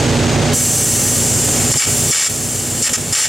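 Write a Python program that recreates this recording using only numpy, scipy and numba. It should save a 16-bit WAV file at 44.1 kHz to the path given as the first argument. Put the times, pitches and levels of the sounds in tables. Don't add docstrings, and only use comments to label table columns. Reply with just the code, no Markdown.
import sys
import numpy as np
from scipy import signal
from scipy.fft import rfft, irfft
from scipy.io import wavfile
from scipy.ndimage import map_coordinates
from numba import njit

SR = 44100
rng = np.random.default_rng(int(sys.argv[2]) if len(sys.argv) > 2 else 0)


def put_to_file(sound):
    columns = np.atleast_2d(sound).T
    safe = np.clip(columns, -1, 1)
    whole_steps = np.round(safe * 32767)
    wavfile.write(sys.argv[1], SR, whole_steps.astype(np.int16))


N = 144648
T = np.arange(N) / SR
HZ = np.maximum(np.fft.rfftfreq(N, 1 / SR), 1)


def from_db(db):
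    return 10 ** (np.asarray(db) / 20)


def rms_one(x):
    return x / np.sqrt(np.mean(x ** 2) + 1e-20)


def over_hz(points):
    hz, value = np.transpose(points)
    return np.interp(np.log(HZ), np.log(hz), value)


def bell(hz, width):
    return np.exp(-.5 * ((HZ - hz) / width) ** 2)


def drift(rate_hz):
    r = np.exp(-2 * np.pi * rate_hz * 20 / SR)
    noise = rng.standard_normal(N // 20 + 4002)
    slow = signal.lfilter([1], [1, -2 * r, r * r], noise)[4000:]
    return np.interp(np.arange(N) / 20, np.arange(len(slow)), rms_one(slow))


def colour(x, spectrum=None, peaks=()):
    db = over_hz(spectrum) if spectrum else 0
    db = db + sum(g * bell(hz, width) for hz, width, g in peaks)
    cepstrum = irfft(np.log(from_db(db)), N)
    causal = cepstrum * (1 + np.sign(N / 2 - np.arange(N))) * (np.arange(N) > 0)
    return rms_one(irfft(rfft(x) * np.exp(rfft(causal)), N))


def stereo_noise(likeness):
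    c = np.clip(likeness, 0, 1)
    mid, side = rfft(rng.standard_normal((2, N)))
    return irfft(np.sqrt(1 + c) * mid + np.sqrt(1 - c) * side * [[1], [-1]], N)


# start_s, length_s, level_db, crackle_db, build_s (time for the crackle to build)
ARC_STRIKES = [(1.716, 0.03, 13, -1, 0.028), (1.771, 0.087, 14.5, 3, 0.028),
               (2.108, 0.18, 16.5, 1.5, 0.013), (2.82, 0.07, 13, 5, 0.042),
               (2.931, 0.037, 18.5, 4.5, 0.0086), (3.123, 0.15, 15, 2, .012)]
# start_s, level_db
METAL_SPITS = [(1.74, 19), (1.802, 19), (1.822, 25), (1.851, 7), (2.167, 16), (2.877, 16), (2.893, 10),
               (3.255, 19)]
# pitch_hz, relative_level_db (per Hz)
ARC_HISS_SPECTRUM = [(100, -66), (2000, -15), (4000, -11.5), (5200, 3), (6100, -4.5), (7400, 7), (8400, 1),
                     (10000, -6.5), (12000, -13.5), (16000, -25)]
# pitch_hz, relative_level_db (per Hz)
CRACKLE_SPECTRUM = [(30, -50), (150, -13.5), (800, -1), (2000, 0.5), (3200, 4), (5500, 0), (8000, 3),
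                    (11000, -5.5), (16000, -18)]
# pitch_hz, width_hz, change_db
PIPE_RESONANCES = [(1004, 57, -8.5), (1322, 36, 5), (1810, 92, 5.5), (2268, 69, 8), (2800, 260, 2.5),
                   (3440, 140, 1.5), (2410, 57, -4), (4020, 170, -5.5), (4340, 80, 3), (4650, 75, -3),
                   (5330, 88, 4), (5750, 89, 2.5), (6390, 140, 4), (6800, 110, -3.5), (7310, 175, 5),
                   (7780, 79, -11.5), (9240, 310, -4.5)]
# pitch_hz, width_hz, change_db
WALL_RIPPLE = [(10480, 320, 3), (11730, 380, -6), (12600, 200, 3), (13250, 200, 0), (14230, 270, -4),
               (15350, 250, 1.5)]
ARC_ATTACK_S, ARC_FADE_S, SPIT_DECAY_S = 0.014, 0.017, 0.004
ARC_HISS_DB, CRACKLE_DB = -3.5, -9.5
SNAPS_PER_S, SNAP_SPREAD_DB = 3500, 2
SPUTTER_DB, SPUTTER_HZ = 0.9, 202
TORCH_LIKENESS = 0.99


def arc():
    burn, melt = np.zeros(N), np.zeros(N)
    for start, length, db, crackle_db, build_s in ARC_STRIKES:
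        age = np.maximum(T - start, 0)
        rise = np.minimum(age / ARC_ATTACK_S, 1)
        fade = np.clip((length - age) / ARC_FADE_S, 0, 1)
        level = from_db(db) * rise * fade
        burn += level
        melt += level * from_db(crackle_db) * (1 - np.exp(-(age / build_s) ** 2))
    for start, db in METAL_SPITS:
        melt += from_db(db) * (T > start) * np.exp(-np.abs(T - start) / SPIT_DECAY_S)
    sputter = rms_one(from_db(SPUTTER_DB * drift(SPUTTER_HZ)))
    happens = rng.random(N) < SNAPS_PER_S / SR
    direction = rng.choice([-1, 1], N)
    strength = from_db(SNAP_SPREAD_DB * np.minimum(rng.exponential(1, N), 3.5))
    snaps = happens * direction * strength
    resonances = PIPE_RESONANCES + WALL_RIPPLE
    hiss = colour(stereo_noise(TORCH_LIKENESS) * sputter, ARC_HISS_SPECTRUM, resonances)
    crackle = colour(snaps * sputter, CRACKLE_SPECTRUM, resonances)
    return from_db(ARC_HISS_DB) * burn * hiss + from_db(CRACKLE_DB) * melt * crackle


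# time_s, level_db, ripple_shift_percent (as the torch moves),
# lower_hiss_db, top_hiss_db, howl_db
AIR_MOVES = [(.55, -7.5, 2, -1, 0.5, -5), (1.05, -10, 1, 0.5, 2, -4.5), (1.35, -9, -3.5, -4, -3.5, -18),
             (1.65, -11.5, -4, -0.5, -3.5, -27), (1.95, -8.5, .3, -0.5, -0.5, -18),
             (2.55, -9, -0.24, -0.5, -0.5, -14), (3.28, -11.5, .5, 2, -2, -25)]
# pitch_hz, relative_level_db (per Hz)
JET_SPECTRUM = [(300, -27.5), (1200, -13.5), (2200, -15), (3000, -7), (3500, -9.5), (5000, -3.5),
                (6000, -4.5), (7100, 3.5), (8050, 5), (8800, 1.5), (9600, -2), (13000, -8), (16000, -15.5)]
# pitch_hz, width_hz, relative_level_db
HOWL_BANDS = [(6150, 310, -1.5), (7980, 460, -2)]
VALVE_S, VALVE_OPEN_S = 0.528, 0.025
LOWER_HISS_HZ, TOP_HISS_HZ = 5100, 9000
JET_FLUTTER_DB, JET_FLUTTER_HZ = 0.72, 40


def air_jet():
    s, *columns = np.transpose(AIR_MOVES)
    db, percent, lower_db, top_db, howl_db = [np.interp(T, s, c) for c in columns]
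    rippled = colour(stereo_noise(TORCH_LIKENESS), peaks=WALL_RIPPLE)
    place = np.cumsum(1 + percent / 100)
    slid = np.array([map_coordinates(side, [place], order=5, mode="wrap") for side in rippled])
    hiss = colour(slid, JET_SPECTRUM, PIPE_RESONANCES)
    lower = irfft(rfft(hiss) / (1 + (HZ / LOWER_HISS_HZ) ** 12), N)
    top = irfft(rfft(hiss) / (1 + (TOP_HISS_HZ / HZ) ** 12), N)
    howl_shape = sum(from_db(g) * bell(hz, width) for hz, width, g in HOWL_BANDS)
    howl = rms_one(irfft(rfft(stereo_noise(TORCH_LIKENESS)) * howl_shape, N))
    hiss = hiss + lower * (from_db(lower_db) - 1) + top * (from_db(top_db) - 1)
    jet = hiss + howl * from_db(howl_db)
    valve = np.clip((T - VALVE_S) / VALVE_OPEN_S, 0, 1)
    return jet * valve * from_db(db + JET_FLUTTER_DB * drift(JET_FLUTTER_HZ))


NEAR_DB, NEAR_T60_S = -9.5, 0.059
NEAR_APART = 0.056


def near_scatter(x):
    age = T[:SR // 8]
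    shared = rng.standard_normal(len(age))
    tail = shared + NEAR_APART * rng.standard_normal((2, len(age)))
    tail = tail * from_db(-60 * age / NEAR_T60_S)
    tail = tail / np.sqrt(np.sum(tail ** 2) / 2)
    return from_db(NEAR_DB) * signal.fftconvolve(x, tail, axes=1)[:, :N]


ECHO_DB, ECHO_T60_S, ECHO_DELAY_S = -19.5, 0.32, 0.0066
ECHO_DULL_HZ = 2450


def site_echo(x):
    age = T[:SR // 2]
    tail = rng.standard_normal((2, len(age))) * from_db(-60 * age / ECHO_T60_S) * (age > ECHO_DELAY_S)
    tail = tail / np.sqrt(np.sum(tail ** 2) / 2)
    tail = signal.sosfilt(signal.butter(2, ECHO_DULL_HZ, fs=SR, output="sos"), tail)
    return from_db(ECHO_DB) * signal.fftconvolve(x, tail, axes=1)[:, :N]


# multiple_of_crank_rate, relative_level_db
CRANK_TONES = [(2, -6), (4, 1.5), (5, -1), (8, 0), (10, -12), (14, -7.5), (16, -11.5), (20, -13.5)]
# pitch_hz, level_db
MACHINE_HUM = [(46.5, -49), (92.7, -24.5), (100, -23), (139, -28.5), (201, -41.5), (231, -34), (348, -33),
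               (364, -35.5), (410, -31.5), (417, -35), (560, -31.5), (743, -37), (818, -39)]
# pitch_hz, relative_level_db (per Hz)
RUMBLE_SPECTRUM = [(25, -63), (60, -18.5), (110, -1.5), (200, 0.5), (420, -3.5), (750, -7.5), (1050, -14),
                   (1500, -13.5), (3200, -15.5), (5000, -18), (7800, -18), (10500, -32.5), (16000, -46)]
# pitch_hz, width_hz, boost_db
ENGINE_WHISTLE = [(6570, 53, 8.5)]
# pitch_hz, likeness (0-1)
NOISE_LIKENESS = [(100, 1), (300, 0.95), (700, 0.77), (2000, 0.88), (8000, 0.78)]
# pitch_hz, left_minus_right_db
SIDE_LEVELS = [(60, -2), (125, -3), (280, -4.5), (560, -0.9), (1400, -2.5), (3000, 0)]
# pitch_hz, lead_radians
SIDE_LEADS = [(60, -0.27), (260, -0.24), (700, -.1), (1460, 0)]
CRANK_HZ, SPEED_SPREAD = 30.25, 0.002
TONES_DB, RUMBLE_DB = -16.5, -16
FIRING_DEPTH, CLATTER_DEPTH = 0.051, 0.065
CLATTER_HZ = 900


def engines():
    turn = 2 * np.pi * np.cumsum(CRANK_HZ * (1 + SPEED_SPREAD * drift(2.3))) / SR
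    tones = rms_one(sum(from_db(db) * np.sin(round(k) * turn + rng.uniform(0, 2 * np.pi))
                        for k, db in CRANK_TONES))
    clock = np.cumsum(1 + SPEED_SPREAD * drift(2.26)) / SR
    hum = sum(np.sqrt(2) * from_db(db) * np.sin(2 * np.pi * (hz * clock + rng.random()))
              for hz, db in MACHINE_HUM)
    white = stereo_noise(over_hz(NOISE_LIKENESS))
    noise = from_db(RUMBLE_DB) * colour(white, RUMBLE_SPECTRUM, ENGINE_WHISTLE)
    low = irfft(rfft(noise) / (1 + (HZ / CLATTER_HZ) ** 4), N)
    exhaust = low * (1 + FIRING_DEPTH * np.cos(4 * turn))
    clatter = (noise - low) * (1 + CLATTER_DEPTH * np.cos(turn))
    mix = from_db(TONES_DB) * tones + hum + exhaust + clatter
    sides = np.array([[.5], [-.5]])
    placing = from_db(sides * over_hz(SIDE_LEVELS)) * np.exp(1j * sides * over_hz(SIDE_LEADS))
    return irfft(rfft(mix) * placing, N)


def scene():
    torch = air_jet() + arc()
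    return torch + near_scatter(torch) + site_echo(torch) + engines()


@njit
def follow(level, attack, release):
    out, held = np.empty(len(level)), 1.0
    for i in range(len(level)):
        held += (level[i] - held) * (attack if level[i] > held else release)
        out[i] = held
    return out


DETECT_S, DETECT_LOW_CUT_HZ = 0.0016, 177
GAIN_LIMIT_DB, FAST_RELEASE_DB_PER_S = -15, 853
SLOW_ATTACK_S, SLOW_RELEASE_S = 2.45, 1.74
CUTOFF_HZ = 15800


def record(dry):
    r = np.exp(-1 / (DETECT_S * SR))
    low_cut = signal.butter(1, DETECT_LOW_CUT_HZ, "high", fs=SR, output="sos")
    sensed = signal.sosfilt(low_cut, dry)
    power = signal.lfilter([1 - r], [1, -r], np.mean(sensed ** 2, axis=0))
    over_db = np.maximum(10 * np.log10(power + 1e-12) - GAIN_LIMIT_DB, 0)
    let_go_db = FAST_RELEASE_DB_PER_S * T
    fast = from_db(np.maximum.accumulate(over_db + let_go_db) - let_go_db)
    slow = follow(fast, 1 / (SLOW_ATTACK_S * SR), 1 / (SLOW_RELEASE_S * SR))
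    held = dry / np.maximum(fast, slow)
    top_cut = signal.ellip(12, .2, 90, CUTOFF_HZ, fs=SR, output="sos")
    return signal.sosfilt(top_cut, np.clip(held, -.8, .8))


dry = scene()
out = record(dry)
put_to_file(out)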